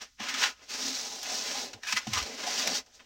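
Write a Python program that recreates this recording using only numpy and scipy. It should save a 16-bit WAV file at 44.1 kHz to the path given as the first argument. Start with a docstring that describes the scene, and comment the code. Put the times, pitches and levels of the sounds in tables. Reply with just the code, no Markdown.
"""Gritty scraping in strokes: a metal spatula is dragged over brick, close to a phone in a small room.
Dense random clicks become a bright hiss (edge), a middle rasp (blade) and a low rumble (wall).
Louder bursts are the edge catching on ridges; short bright cracks are loose grains.
Narrow bands of noise make wall and blade sing in spots, and fading sines make a few dull knocks.
A short room tail and a steady, quiet background noise lie underneath."""
import sys
import numpy as np
from scipy import signal
from scipy.fft import rfft, irfft
from scipy.io import wavfile
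from scipy.ndimage import uniform_filter1d

SR = 44100
rng = np.random.default_rng(int(sys.argv[2]) if len(sys.argv) > 2 else 0)


def wav_record(signal):
    """Record a signal, one row per channel, as 16-bit PCM in the file named by sys.argv[1]."""
    frames = np.transpose(np.atleast_2d(signal))
    bounded = np.clip(frames, -1, 1)
    # unit amplitude maps onto the largest positive 16-bit level
    quanta = np.round(bounded * 32767).astype(np.int16)
    wavfile.write(sys.argv[1], SR, quanta)


N = 134505  # length of the sound in samples, about 3 s

WALL_LOW_HZ, WALL_TOP_HZ, EDGE_LOW_HZ = 129, 900, 3500  # borders of rumble, rasp and hiss


def undb(db):
    """Turn decibels into an amplitude gain."""
    return 10 ** (np.asarray(db) / 20)


def unit(x):
    """Scale to unit energy, so that a response keeps the rms level of white noise."""
    return x / np.sqrt(np.sum(x ** 2))


def convolve(x, response):
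    """Pass a sound through an impulse response."""
    return signal.fftconvolve(x, response)[:N]


def walk(rate):
    """Random levels, rate new ones per second, joined by straight glides."""
    hold = int(SR / rate)
    steps = np.repeat(rng.standard_normal(N // hold + 1), hold)
    return uniform_filter1d(steps, hold)[:N]


def colour(points, size=4096):
    """Impulse response whose spectrum follows (f/Hz, level/dB) points, with its energy early."""
    hz, db = np.array(points, float).T
    grid = np.arange(size // 2 + 1) * SR / size
    level = np.interp(np.log(grid + 1), np.log(hz), db)
    # folding the cepstrum (the transform of the log spectrum) makes the response minimum phase
    cepstrum = irfft(np.log(undb(level)))
    cepstrum[1:size // 2] *= 2
    cepstrum[size // 2 + 1:] = 0
    return unit(irfft(np.exp(rfft(cepstrum))))


def ring(modes):
    """Sum of fading sines from (f/Hz, level/dB, t60/s); t60 is the time to fade by 60 dB."""
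    t = np.arange(SR // 2) / SR
    return sum(undb(db - 60 * t / t60) * np.sin(2 * np.pi * hz * t) for hz, db, t60 in modes)


def spatula(t):
    """Grit clicks drive blade, edge and wall; each answers in its own slice of the spectrum."""
    # wall rumble: t/s, level re edge hiss of the plain slide/dB
    wall_levels = [(.2, -9.5), (.44, -17), (.6, -5.5), (.72, -14), (1.62, -12), (1.78, 7.5), (1.89, -25.5),
                   (2.06, -8), (2.14, -15.5), (2.28, -1.5), (2.63, -14.5), (2.7, -5), (2.77, -17.5),
                   (2.87, 10.5), (2.95, -17.5), (3.0, 0.5)]
    judder = walk(90)  # shared by all three parts
    blade, edge, slide = pressure(t)
    wall = slide * undb(np.interp(t, *np.array(wall_levels, float).T))
    rasp = convolve(blade * grit(judder), part([WALL_TOP_HZ, EDGE_LOW_HZ], "band"))
    hiss = convolve(edge * grit(judder), part(EDGE_LOW_HZ, "high"))
    rumble = convolve(wall * grit(judder), part([WALL_LOW_HZ, WALL_TOP_HZ], "band"))
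    return rasp + hiss + rumble


def pressure(t):
    """Gains of blade and edge (strokes plus catches on ridges), and of the plain slide without catches."""
    # pressure of each stroke: t/s, hiss level/dB, blade rasp re hiss/dB
    strokes = [
        [(0, -65.5, 4), (.018, -43, -1.5), (.05, -54.5, -1), (.075, -68, 3), (.165, -92.5, 11)],
        [(.2, -50.5, 10.5), (.235, -42.5, 2.5), (.278, -44.5, 5.5), (.332, -45, 4), (.39, -35, -3.5),
         (.44, -30, 4), (.465, -37, 4.5), (.5, -42.5, -1.5), (.55, -68.5, 2)],
        [(.605, -64.5, 5.5), (.625, -56.5, -4), (.675, -59, -3.5)],
        [(.705, -39.5, -6.5), (.74, -39, -6.5), (.85, -36, -8.5), (.98, -38.5, -8), (1.21, -43, -11),
         (1.27, -40, -3), (1.35, -35.5, -11.5), (1.53, -37.5, -5.5), (1.63, -36, -9.5), (1.72, -57, -5),
         (1.76, -61, 2.5), (1.815, -73, 1)],
        [(1.838, -52, 4), (1.89, -39.5, -2.5), (1.95, -41.5, -6), (1.985, -35, -5), (2.0, -48.5, 4),
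         (2.055, -52.5, -1)],
        [(2.09, -48, -5), (2.125, -42, -2), (2.15, -34.5, 0.5), (2.2, -39.5, 2), (2.25, -43, -2),
         (2.365, -48, -3)],
        [(2.39, -42.5, -1.5), (2.5, -38, -3.5), (2.62, -31, -6), (2.705, -37.5, -4), (2.77, -32.5, -8),
         (2.79, -38.5, -5.5), (2.845, -77, 1.5)],
        [(2.91, -70.5, 0), (2.955, -54.5, -13), (3.0, -68, 2)],
    ]
    # the edge catches on a ridge: t/s, hiss level before the burst shape/dB, blade rasp re hiss/dB, decay/s
    catches = [(0.201, -39, 7, 0.0043), (0.283, -30, 1.5, 0.021), (0.338, -28, 1, 0.011),
               (1.228, -31.5, -8, 0.0092), (1.731, -36, -1, 0.0063), (1.833, -37, 3, 0.0048),
               (1.923, -22.5, 0, 0.0072), (1.965, -25.5, 2, 0.011), (2.069, -33.5, -1.5, 0.0065),
               (2.133, -19.5, -3, 0.0042), (2.175, -24.5, -1, 0.012), (2.224, -29, -5, 0.007),
               (2.463, -28.5, -6, 0.013), (2.673, -21, -6, 0.0062), (2.861, -51, -5, .008),
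               (2.992, -60, 11.5, 0.015)]
    attack_share = 0.3  # rise time as a share of the decay time
    rows = np.array([row for stroke in strokes for row in stroke], float)
    edge = np.interp(t, rows[:, 0], rows[:, 1])
    blade_re_edge = np.interp(t, rows[:, 0], rows[:, 2])
    power = undb([edge + blade_re_edge, edge]) ** 2
    for at, db, blade_db, decay in catches:
        age = np.maximum(t - at, 0)
        burst = (1 - np.exp(-age / (attack_share * decay))) * np.exp(-age / decay)
        power += (undb([[db + blade_db], [db]]) * burst) ** 2
    blade_gain, edge_gain = np.sqrt(power)
    return blade_gain, edge_gain, undb(edge)


def grit(judder):
    """Dense clicks of uneven size, bunched by the judder of the blade and a slower drift; rms 1."""
    clicks_per_s, judder_db = 14000, 1.21
    drift_db, drift_per_s = 0.7, 12
    hit = rng.random(N) < clicks_per_s / SR
    swing = undb(judder_db * judder + drift_db * walk(drift_per_s))
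    clicks = hit * rng.standard_normal(N) * swing
    return clicks / np.std(clicks)


def part(hz, kind):
    """Response of one slice of the scraping spectrum, blade ring included."""
    # colour of the scraping: f/Hz, level per Hz/dB (relative)
    scrape_colour = [(130, -11.5), (243, -2.5), (593, -2.5), (797, -1.5), (1070, -7), (1710, -3.5),
                     (4070, -4), (6350, -4), (9710, -24.5), (15800, -19.5)]
    # blade resonances: f/Hz, level/dB (relative), t60/s
    blade_modes = [(660.6, 3, 0.15), (2170, 4, 0.013), (2880, 12.5, 0.0077), (5520, 33, 0.0021)]
    ring_db = -8.5  # energy of the blade ring re the scraping colour
    body = colour(scrape_colour)
    body = body + undb(ring_db) * unit(ring(blade_modes)[:len(body)])
    band = signal.butter(4, hz, kind, fs=SR, output="sos")
    return unit(signal.sosfilt(band, body))


def streaks(scrape):
    """Narrow resonances of the scrape that light up and die at random as the contact moves."""
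    level_db, spread_db, changes_per_s, sharpness_q = -15.5, 7.5, 14, 22
    out = 0
    for hz in np.geomspace(450, 6500, 24):
        band = signal.lfilter(*signal.iirpeak(hz, sharpness_q, fs=SR), scrape)
        out = out + undb(spread_db * walk(changes_per_s)) * band
    return undb(level_db) * out


def ticks(t):
    """Loose grains crack under the edge: sudden, fading bursts of treble-heavy noise."""
    # cracks: t/s, level before the treble tilt/dB
    cracks = [(1.23, -38.5), (2.676, -38)]
    decay_s = 0.0031
    shape = 0
    for at, db in cracks:
        shape = shape + undb(db) * (t > at) * np.exp(-np.maximum(t - at, 0) / decay_s)
    return shape * np.diff(rng.standard_normal(N + 1))  # differences of noise favour the treble


def hums(t):
    """Wall or blade sings on one note: noise in a narrow resonance that swells and fades."""
    # singing spots: middle t/s, length/s, f/Hz, level/dB
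    singing_spots = [(0.344, 0.2, 258, -55.5), (0.874, 0.11, 270.5, -47), (1.09, 0.25, 810, -51.5),
                     (1.306, 0.17, 724, -49), (1.57, .14, 803, -47), (1.643, 0.046, 447, -46),
                     (1.907, 0.074, 2500, -37), (1.89, 0.083, 1615, -41), (1.929, 0.0066, 1270, -28.5),
                     (1.971, 0.027, 2030, -28.5), (2.184, 0.043, 1187, -34.5), (2.292, 0.072, 433, -48),
                     (2.482, 0.055, 745, -38), (2.673, 0.076, 660, -39.5), (2.719, 0.037, 209, -42)]
    out, noise = 0, rng.standard_normal(N)
    for at, length, hz, db in singing_spots:
        note = signal.lfilter(*signal.iirpeak(hz, 11, fs=SR), noise)  # Q = 11
        swell = np.exp(-(2 * (t - at) / length) ** 2)
        out = out + undb(db) * swell * note / np.std(note)
    return out


def knocks():
    """Soft pushes ring low modes, which swell in over a few cycles, and give a short lump of bass."""
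    # dull knocks: t/s, level/dB, thud f/Hz, thud re level/dB
    knock_list = [(0.198, -36, 110, -22.5), (1.737, -49.5, 109, -1.5), (1.928, -40, 121, -12),
                  (2.068, -28.5, 129, -8.5), (2.106, -47, 105, 7.5), (2.153, -52.5, 86, 13),
                  (2.208, -55, 65, 14), (2.667, -38, 150, -11.5)]
    # what every knock rings: f/Hz, level/dB, t60/s
    knock_modes = [(211.5, 4.5, 0.1), (309, -4.5, 0.12), (747, 9.5, 0.021)]
    push_s, swell_cycles, thud_s = 0.00097, 2.36, 0.042
    t = np.arange(SR // 2) / SR
    modes = sum((1 - np.exp(-t * mode[0] / swell_cycles)) * ring([mode]) for mode in knock_modes)
    lump = np.sin(np.pi * np.minimum(t / thud_s, 1))  # one smooth rise and fall
    out = np.zeros(N)
    for at, db, thud_hz, thud_db in knock_list:
        thud = undb(thud_db) * lump * np.sin(2 * np.pi * thud_hz * t)
        sound = modes + thud
        i = int(at * SR)
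        out[i:i + len(sound)] += undb(db) * sound[:N - i]
    push = np.hanning(int(push_s * SR))
    return convolve(out, push / push.sum())  # a soft push rounds off the start


def room():
    """Echo tail of a small room: fading noise that starts after 3 ms."""
    t60_s = 0.055
    t = np.arange(SR // 2) / SR
    return unit(rng.standard_normal(len(t)) * undb(-60 * t / t60_s) * (t > .003))


def background():
    """Steady, quiet noise with a fixed colour."""
    # colour of the noise: f/Hz, level per Hz/dB (relative)
    floor_colour = [(25, -4), (59, 4.5), (269, -23), (654, -45), (5980, -7.5), (10500, -33), (15800, -27)]
    level_db = -66
    return undb(level_db) * convolve(rng.standard_normal(N), colour(floor_colour))


def scene():
    """Add all layers and the room tail; the same sound goes to both channels, so it sits in the middle."""
    room_db = -10
    t = np.arange(N) / SR
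    scrape = spatula(t)
    direct = scrape + streaks(scrape) + ticks(t) + hums(t) + knocks()
    mid = direct + undb(room_db) * convolve(direct, room()) + background()
    return np.array([mid, mid])


def record(dry):
    """The phone cuts the top: a steep low-pass at 15850 Hz."""
    low_pass = signal.ellip(10, .2, 80, 15850, fs=SR, output="sos")
    return signal.sosfilt(low_pass, dry)


dry = scene()
out = record(dry)
wav_record(out)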